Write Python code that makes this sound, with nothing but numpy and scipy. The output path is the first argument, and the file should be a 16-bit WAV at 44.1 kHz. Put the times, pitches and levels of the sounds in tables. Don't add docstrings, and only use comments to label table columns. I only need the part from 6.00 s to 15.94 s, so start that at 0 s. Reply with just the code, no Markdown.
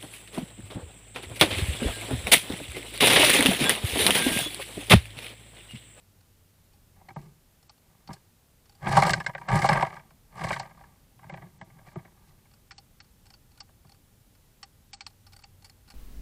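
import sys
import numpy as np
from scipy import signal
from scipy.fft import rfft, irfft
from scipy.io import wavfile
from scipy.ndimage import uniform_filter1d

SR = 44100
rng = np.random.default_rng(int(sys.argv[2]) if len(sys.argv) > 2 else 0)


def magnitude_from_level(level_db):
    exponent = np.asarray(level_db, float) / 20
    return 10 ** exponent


def to_wav(sig):
    pcm = np.clip(np.atleast_2d(sig), -1, 1) * 32767
    pcm = np.round(pcm).astype(np.int16)
    wavfile.write(sys.argv[1], SR, pcm.T)


N = 438354


def rms_one(x):
    return x / np.sqrt(np.mean(x ** 2) + 1e-20)


def resonate(x, hz, width_hz):
    r = np.exp(-np.pi * width_hz / SR)
    zeros = np.sqrt((1 - r * r) / 2) * np.array([1, 0, -1])
    poles = [1, -2 * r * np.cos(2 * np.pi * hz / SR), r * r]
    return signal.lfilter(zeros, poles, x + 1e-18)


# freq_hz, density_db_per_hz
HISS = [(12, -41), (20, -6.5), (95, -9), (119, -10), (192, -15), (335, -22), (655, -26), (733, -29.5),
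        (797, -25), (916, -29), (2000, -32), (4250, -33), (5940, -34), (13000, -33), (15800, -31.5)]
# time_s, rumble_db, engine_drone_db
RUMBLE = [(0, -66.5, -60), (1, -62, -70), (1.5, -66, -81), (3, -64.5, -73.5), (4.199, -61.5, -83),
          (5.001, -61, -80), (6.3, -62.5, -71), (7.001, -60.5, -69), (8.001, -61, -71), (8.6, -63, -76),
          (9, -61, -64.5), (9.94, -60.5, -62)]


def background():
    hiss_db, bass_hz, drone_hz, drone_width_hz = -61, 260, 93.4, 6.4
    hz, density_db = np.array(HISS).T
    bins_hz = np.maximum(np.arange(N // 2 + 1) * SR / N, 1)
    tilt = magnitude_from_level(np.interp(np.log(bins_hz), np.log(hz), density_db))
    hiss = magnitude_from_level(hiss_db) * rms_one(irfft(rfft(rng.standard_normal(N)) * tilt, N))
    bass = signal.sosfiltfilt(signal.butter(2, bass_hz, fs=SR, output="sos"), hiss)
    drone = rng.standard_normal(N)
    for _ in range(2):
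        drone = resonate(drone, drone_hz, drone_width_hz)
    time_s, rumble_db, drone_db = np.array(RUMBLE).T
    t = np.arange(N) / SR
    rumble = magnitude_from_level(np.interp(t, time_s, rumble_db)) * rms_one(bass)
    return hiss - bass + rumble + magnitude_from_level(np.interp(t, time_s, drone_db)) * rms_one(drone)


def ring(x, modes, dry_db, widen=1, strengths=None):
    if strengths is None:
        strengths = np.ones(len(modes))
    total = magnitude_from_level(dry_db) * x
    for k, (hz, width_hz, db) in enumerate(modes):
        total = total + (-1) ** k * magnitude_from_level(db) * strengths[k] * resonate(x, hz, widen * width_hz)
    band_hz = [.75 * modes[0][0], 1.17 * modes[-1][0]]
    return signal.sosfilt(signal.butter(3, band_hz, "band", fs=SR, output="sos"), total)


def contacts(start_s, peak_db, length_s, modes, dry_db, scatter_db=2.5, size=4000):
    box_t60_s, box_db = .05, -2
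    t = np.arange(size) / SR
    shape = (len(start_s), size)
    grit = rng.standard_normal(shape) * magnitude_from_level(2.8 * np.minimum(rng.exponential(1, shape), 3))
    length_s = np.clip(length_s, .001, .025)[:, None]
    bursts = grit * (1 - np.exp(-t / .00013)) * np.exp(-(t / length_s) ** 1.5)
    walls = magnitude_from_level(box_db - 60 * t / box_t60_s) * (1 - np.exp(-t / .0017))
    bursts += walls * rng.standard_normal(shape)
    strengths = magnitude_from_level(scatter_db * rng.standard_normal((len(modes), len(start_s), 1)))
    rings = ring(bursts, modes, dry_db, strengths=strengths)
    rings *= magnitude_from_level(peak_db)[:, None] / np.abs(rings).max(1, keepdims=True)
    out = np.zeros(N + size)
    for s, one in zip(start_s, rings):
        out[round(s * SR):][:size] += one
    return out[:N]


# freq_hz, width_hz, level_db
PELLET = [(2730, 170, -16.5), (4240, 200, 3), (4590, 200, 3), (5050, 250, -3), (5300, 200, 0)]
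AIR = [(798, 36, -1.5), (1180, 70, -9), (1450, 70, -10)]
BOARDS = [(1577, 56, .5), (1690, 70, 3), (1930, 162, .5), (2157, 90, 3.5), (2290, 100, -2.5),
          (2600, 300, -12)]
SIZZLE = [(7040, 300, -11.5), (8030, 400, -1), (9820, 600, -6.5), (11000, 900, -11), (12600, 600, -24),
          (14600, 1200, -10)]
# start_s, peak_db, boards_rel_db,
# brittleness_rel_db, length_s
BITES = [(1.087, -47, -14, -14, .006), (1.6945, -36, -40, -23, .0043), (2.0742, -40, -15, -28, .0071),
         (2.1301, -36.5, -12, -11, .012), (6.7084, -40, -1, -15, .0048), (6.7156, -37, -8.5, -17, .006),
         (6.7805, -35, -33, -16.5, .0062), (7.002, -38.5, -7.5, -23.5, .0065),
         (7.3028, -42.5, -12, -16.5, .0071), (7.3382, -41, -20, -23, .006), (7.6041, -31, -19, -16, .005),
         (7.9189, -44, -24, -17, .0055), (8.6288, -31, -12, -17, .01), (8.9316, -30.5, -22, -13, .0079),
         (8.9434, -40, -17, -3, .0044), (9.0069, -30.5, -7, -13.5, .0025),
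         (9.0648, -27.5, -12.5, -12, .0031), (9.2654, -43.5, -15, -16, .012),
         (9.3317, -41.5, -11.5, -12, .006), (9.3631, -41.5, -13, -10, .006),
         (9.4389, -37.5, -11.5, -17, .0043), (9.6445, -41.5, -11, -10.5, .016),
         (9.6959, -44, -6.5, -9, .0045), (9.9014, -40.5, -9, -13.5, .011)]
# start_s, peak_db
QUIET_BITES = [(.2074, -56), (.7342, -56), (1.6267, -52), (1.7779, -58), (2.6554, -54), (2.6938, -47.5),
               (2.7212, -55), (2.7506, -52), (4.1051, -57), (6.5121, -54), (6.537, -50), (7.0434, -55),
               (7.2559, -50), (7.2654, -48.5), (7.5148, -54), (7.5552, -58), (7.5747, -48), (7.868, -56),
               (7.893, -47.5), (7.9443, -54), (8.35, -56), (8.969, -56), (9.1007, -54), (9.3214, -50),
               (9.3901, -46.5), (9.4215, -50), (9.622, -49), (9.8765, -49.5), (9.8859, -49.5), (9.9194, -49)]


def crunching():
    boards_db, brittle_db, length_s = -12, -13, .0065
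    quiet_bites = [(s, db, boards_db, brittle_db, length_s) for s, db in QUIET_BITES]
    s, db, boards, brittle, length = np.array(BITES + quiet_bites).T
    air_db = -59 + .75 * (db + 40)
    pellet = contacts(s, db - 3.2, length, PELLET, dry_db=7.5, size=2500)
    sizzle = contacts(s, db + brittle + 5, length, SIZZLE, dry_db=.5, size=2000)
    air = contacts(s, air_db + 7.5, length, AIR, dry_db=-10)
    board = contacts(s, db + boards + 1.5, length, BOARDS, dry_db=26, size=2500)
    return pellet + sizzle + air + board


def swells(peak_s, peak_db, rise_s, fall_s):
    roundness = 1.5
    level, t = np.zeros(N), np.arange(N) / SR
    for s, db, rise, fall in zip(peak_s, peak_db, rise_s, fall_s):
        near = slice(int((s - 3 * rise) * SR), int((s + 3 * fall) * SR))
        away = np.maximum((s - t[near]) / rise, (t[near] - s) / fall)
        level[near] += magnitude_from_level(db - 20 * away ** roundness)
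    return level


def dragging(slips, level, modes, dry_db, lift_db):
    return magnitude_from_level(lift_db) * level * rms_one(ring(slips, modes, dry_db, widen=1.5))


def slipping():
    slips_per_s = np.array([[2000], [5000], [8000]])
    chance = rng.standard_normal((4, N // 250 + 1))
    clumps_db = np.repeat(3 * chance[0] + 3 * chance[1:], 250, axis=1)[:, :N]
    clumps = magnitude_from_level(uniform_filter1d(clumps_db, size=200))
    sizes = magnitude_from_level(2.6 * np.minimum(rng.exponential(1, (3, N)), 4)) * rng.choice([-1, 1], (3, N))
    return clumps * sizes * (rng.random((3, N)) < slips_per_s / SR)


# freq_hz, width_hz, level_db
PANEL = [(40, 40, -11), (100, 20, -4), (142, 30, 4), (185, 45, 0), (345, 40, -11), (410, 60, -14)]
CAVITY = [(565, 45, -11), (655, 23, -8), (783.6, 45, -3.5), (957, 40, -3.5), (1060, 75, -9), (1186, 60, -3)]
BRIGHT = [(2850, 200, -8), (3500, 200, -7), (4350, 770, 1), (5340, 150, 1), (5686, 300, -16)]
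# peak_s, force_db, panel_weight_rel_db, rise_s_per_20db, fall_s_per_20db
SCUFFLE = [(2.835, -44, 5, .015, .1), (2.87, -35, 7, .045, .25), (2.95, -32, 9, .1, .1),
           (3.055, -27, .5, .07, .06), (3.12, -36, 15, .08, .09), (3.27, -55, 14, .1, .07),
           (3.4, -61, 17, .1, .04), (3.487, -36, -2.5, .012, .12), (3.55, -34, 16.5, .05, .07),
           (3.63, -32, .1, .15, .25), (3.75, -33, 8, .15, .08), (3.775, -29, -5, .08, .06),
           (3.86, -39, 3, .1, .12), (3.95, -56, 3, .1, .07), (4.36, -51, 6, .04, .2),
           (4.45, -36, 4, .09, .1), (4.55, -41, 4, .15, .15)]
# peak_s, force_db, panel_weight_rel_db, rise_s_per_20db, fall_s_per_20db
SHIFTS = [(.97, -64.5, 5, .04, .2), (1.19, -59, 22, .04, .18), (1.93, -70, 13, .15, .4),
          (2.11, -52, 11, .04, .09), (4.05, -72, 14, .1, .3), (4.75, -64, 6, .2, .3),
          (4.87, -63, 11, .15, .15), (5.29, -61, 3, .1, .2), (5.42, -55, 18, .2, .1),
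          (5.651, -66, 18, .15, .25), (5.88, -62, 5, .15, .2), (6.0, -63, 15, .06, .1),
          (6.25, -69, 14, .3, .4)]
# peak_s, level_db, rise_s_per_20db, fall_s_per_20db
BRUSHES = [(1.19, -69, .08, .15), (2.13, -66, .07, .1), (2.9, -49, .07, .12), (2.98, -42, .1, .12),
           (3.1, -43, .12, .08), (3.24, -59, .12, .09), (3.4, -66, .1, .08), (3.5, -57, .025, .1),
           (3.565, -45, .06, .1), (3.67, -42, .1, .1), (3.79, -49, .1, .12), (3.94, -64, .1, .08),
           (4.45, -51, .1, .12), (4.54, -49, .1, .12), (4.8, -78, .2, .2), (5.35, -74, .2, .15),
           (5.88, -66, .05, .08), (6.28, -72, .04, .05)]


def shoving():
    coarse, fine, finest = slipping()
    s, db, weight, rise, fall = np.array(SCUFFLE + SHIFTS).T
    push, heavy = swells(s, db, rise, fall), swells(s, db + weight, rise, fall)
    brush = swells(*np.array(BRUSHES).T)
    return (dragging(coarse, push, CAVITY, dry_db=.5, lift_db=-1.5)
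            + dragging(coarse, heavy, PANEL, dry_db=-6, lift_db=-7)
            + dragging(coarse, push, BOARDS, dry_db=8, lift_db=-7.5)
            + dragging(fine, brush, BRIGHT, dry_db=12, lift_db=-.2)
            + dragging(finest, brush, SIZZLE, dry_db=-3.5, lift_db=-5))


# start_s, peak_db, boards_rel_db, spines_rel_db, length_s
BLOWS = [(2.826, -38, -6, -14, .008), (2.913, -23, -10, -12, .006), (2.922, -22, -10, -10, .006),
         (2.951, -20, -8, -14, .006), (2.992, -11, -18, -22, .008), (3.051, -18, -8, -16, .005),
         (3.538, -25, -4, -20, .006), (3.571, -22, -8, -16, .005), (3.58, -25, -5, -18, .006),
         (3.66, -20, -8, -10, .008), (3.757, -18, -8, -24, .008), (3.807, -22, -5, -16, .008),
         (4.392, -33, -6, -14, .006), (4.412, -31, -8, -16, .006), (4.436, -28, -4, -14, .006),
         (4.489, -28, -6, -18, .005), (2.869, -17, -8, -42, .0054), (2.967, -5, -15, -20, .014),
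         (2.9705, -.5, -22.5, -21.5, .0084), (3.022, -5, -10, -17.5, .0031), (3.033, -25, 3, 2, .0047),
         (3.067, -14.5, -15, -7, .002), (3.094, -13.5, -3.5, -7.5, .0042), (3.104, -34.5, -1, 13.5, .0076),
         (3.133, -18, 3, 2, .0049), (3.2, -24.5, -4.5, -15, .01), (3.263, -23.5, 3.5, -3, .0033),
         (3.349, -25, -4.5, -29, .0044), (3.485, -21, -6.5, -14, .013), (3.502, -14.5, -24, -29, .0022),
         (3.618, -32.5, 7.5, 2.5, .0065), (3.642, -9, -17, -19.5, .007), (3.689, -6, -9, -15, .002),
         (3.708, -17, -33, -21, .0076), (3.728, -15.5, -.5, -12.5, .0081), (3.824, -9, -14, -26, .006),
         (4.505, -15.5, -10.5, -33, .005), (4.527, -30, 4.5, -3.5, .016), (4.563, -23, -11, -27, .002),
         (4.596, -21, -13.5, -8, .0071)]
# start_s, peak_db, panel_weight_rel_db, hardness_rel_db
MORE_KNOCKS = [(3.242, -38, -20, -6), (3.334, -42, -20, -4), (3.848, -27, -20, -6), (3.868, -31, -20, -6),
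               (3.903, -36, -15, -10), (3.995, -44, -15, -4), (4.105, -48, -15, -8), (4.373, -36, -15, -10),
               (4.63, -38, -15, -6), (4.709, -48, -15, -6), (5.42, -42, -10, -8), (5.698, -50, -12, -6),
               (5.865, -48, -15, -4), (5.915, -50, -15, -6), (5.985, -45, -12, -6), (6.075, -51, -15, -8),
               (6.171, -56, -12, -10), (6.306, -57, -12, -10), (6.454, -55, -12, -6), (1.012, -46, -9, -24),
               (1.086, -36.5, -12, -7), (1.104, -37, -4.5, -12), (1.161, -26.5, -4.5, -20), (2.089, -32, .5, -25),
               (2.104, -36, -16, -7), (2.989, -18, -29, -22), (3.293, -25, -23, -12), (3.38, -34.5, -20, -2.5),
               (3.414, -31.5, -17, -11), (3.432, -45, -2, -6), (3.717, -28, -20, -4), (3.967, -34, -9, -9),
               (4.654, -38.5, -11, -9), (4.773, -44.5, -8.5, -18), (4.808, -39, -22, -14.5),
               (4.837, -44.5, -8.5, -7), (5.191, -45.5, -24.5, -9), (5.228, -42, -17, -11), (5.24, -41, -2.5, -8),
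               (5.295, -34, -18, -3.5), (5.339, -31.5, -15, -9), (5.372, -36.5, -9, -6), (5.612, -35, -3.5, -3),
               (5.787, -45.5, -6, -9.5), (5.884, -48.5, -10, -2), (5.957, -30.5, 4.5, -17.5), (6.049, -46, -4, -6),
               (7.69, -49, -12, -15), (7.846, -49, 1.5, -16)]


def knocking():
    blow_weight_db, knock_length_s, knock_spines_db, panel_delay_s, sizzle_db = -16, .005, -14, .0022, -7.5
    blows = [(s, db, blow_weight_db, boards, spines, length) for s, db, boards, spines, length in BLOWS]
    more_knocks = [(s, db, weight, hard, hard + knock_spines_db, knock_length_s) for s, db, weight, hard in MORE_KNOCKS]
    s, db, panel, boards, bright, length = np.array(blows + more_knocks).T
    bright_db = db + bright
    return (contacts(s, db - 4.2, length, CAVITY, dry_db=5.5)
            + contacts(s + panel_delay_s, db + panel - 2, length, PANEL, dry_db=-22)
            + contacts(s, 1.4 * db - 9.5, .8 * length, AIR[:1], dry_db=-20)
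            + contacts(s, db + boards + 2, length, BOARDS, dry_db=11, size=2500)
            + contacts(s, bright_db - 1.2, length, BRIGHT, dry_db=6.5, size=2000)
            + contacts(s, bright_db + sizzle_db + 2, length, SIZZLE, dry_db=-2.5, size=2000))


# start_s, peak_db, pitch_hz
NOTES = [(1.085, -35, 773), (1.164, -27, 799), (2.089, -33, 789), (2.869, -17, 770), (2.921, -21, 789),
         (2.973, -1, 789), (2.992, -8, 773), (3.023, -6, 1150), (3.05, -13, 1190), (3.068, -13, 557),
         (3.093, -9, 807), (3.135, -9, 1550), (3.202, -22, 810), (3.263, -17, 2120), (3.292, -26, 972),
         (3.351, -23, 1560), (3.378, -28, 1600), (3.413, -29, 958), (3.504, -15, 789), (3.537, -19, 813),
         (3.578, -17, 810), (3.62, -14, 2120), (3.645, -10, 778), (3.689, -6, 778), (3.717, -14, 1130),
         (3.729, -11, 923), (3.756, -13, 807), (3.808, -12, 915), (3.827, -8, 972), (3.966, -32, 1590),
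         (4.391, -29, 805), (4.445, -23, 802), (4.505, -16, 937), (4.531, -19, 1550), (4.562, -22, 1130),
         (4.597, -20, 824), (4.653, -40, 961), (4.808, -43, 953), (4.837, -40, 958), (5.191, -46, 762),
         (5.24, -42, 912), (5.297, -33, 791), (5.338, -30, 794), (5.371, -38, 810), (5.612, -34, 778),
         (5.785, -48, 1600), (5.87, -43, 775), (5.961, -31, 662), (6.048, -47, 805)]
# start_s, peak_db, pitch_hz
CRACK_NOTES = [(1.6924, -49, 1190), (6.7111, -39, 1460), (6.78, -46, 2860), (7.0015, -45, 2200),
               (7.6036, -43, 2160), (8.6283, -37, 1170), (8.9331, -43, 2300), (9.0069, -36, 2290),
               (9.0648, -37, 1170), (9.2648, -53, 1200), (9.3636, -52, 2270), (9.4354, -45, 2290),
               (9.645, -52, 2260), (9.9004, -47, 1170)]
# start_s, peak_db, pitch_hz
PINGS = [(1.087, -44, 4200), (2.925, -38, 9500), (3.135, -14, 2100), (3.487, -30, 2750), (3.655, -25, 2880),
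         (3.689, -22, 5200), (3.709, -22, 2700), (3.729, -14, 1580), (3.733, -25, 5150), (4.598, -28, 4550),
         (4.531, -26, 2150)]
# start_s, peak_db, pitch_hz
SHELL_PINGS = [(1.6945, -39, 4430), (6.7084, -39, 5070), (6.7805, -37, 4550), (7.0025, -43, 4610),
               (7.3028, -44, 4570), (7.3344, -44, 5110), (7.6014, -35, 5110), (7.9189, -46, 4340),
               (8.6288, -34, 4520), (8.9316, -34, 4550), (9.0069, -34, 4520), (9.0648, -33, 4560),
               (9.2644, -46, 4210), (9.3322, -48, 4510), (9.3631, -46, 4530), (9.4354, -41, 4490),
               (9.645, -46, 4190), (9.6959, -49, 4620), (9.9014, -42, 4550)]


def notes():
    level_db, decay_cycles, extra_s, attack_s, size = -6.5, 24, .02, .0012, 4000
    out, t = np.zeros(N + size), np.arange(size) / SR
    attack = 1 - np.exp(-t / attack_s)
    for s, db, hz in NOTES + CRACK_NOTES + PINGS + SHELL_PINGS:
        t60_s = decay_cycles / hz + extra_s
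        decay = magnitude_from_level(db + level_db - 60 * t / t60_s)
        out[round(s * SR):][:size] += decay * attack * np.sin(2 * np.pi * hz * t)
    return out[:N]


def scene():
    return (background() + crunching() + shoving() + knocking() + notes())[None]


def band_limit(x):
    return signal.sosfilt(signal.butter(12, 15940, fs=SR, output="sos"), x)


# start_s, end_s
DROPOUTS = [(1.138, 1.165), (1.682, 1.709), (3.122, 3.15), (3.251, 3.278), (3.345, 3.373), (3.473, 3.501),
            (3.667, 3.693), (4.597, 4.623), (5.298, 5.357), (5.585, 5.645), (5.938, 5.965), (6.706, 6.797),
            (6.994, 7.021), (7.601, 7.629), (8.626, 8.653), (8.914, 9.069), (9.426, 9.453)]


def record(dry):
    cutoff_hz, dropout_hz = 16170, 8800
    lowpass = signal.cheby2(12, 70, cutoff_hz + 250, fs=SR, output="sos")
    loud = signal.sosfilt(lowpass, .9 * np.tanh(dry / .9))
    dulling = signal.cheby2(10, 30, dropout_hz + 300, fs=SR, output="sos")
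    dulled = signal.sosfiltfilt(dulling, loud)
    i = np.arange(N)
    lost = sum((i > start_s * SR) & (i < end_s * SR) for start_s, end_s in DROPOUTS)
    lost = uniform_filter1d(lost.astype(float), size=130)
    return band_limit(loud + lost * (dulled - loud))


dry = scene()
out = record(dry)
to_wav(out)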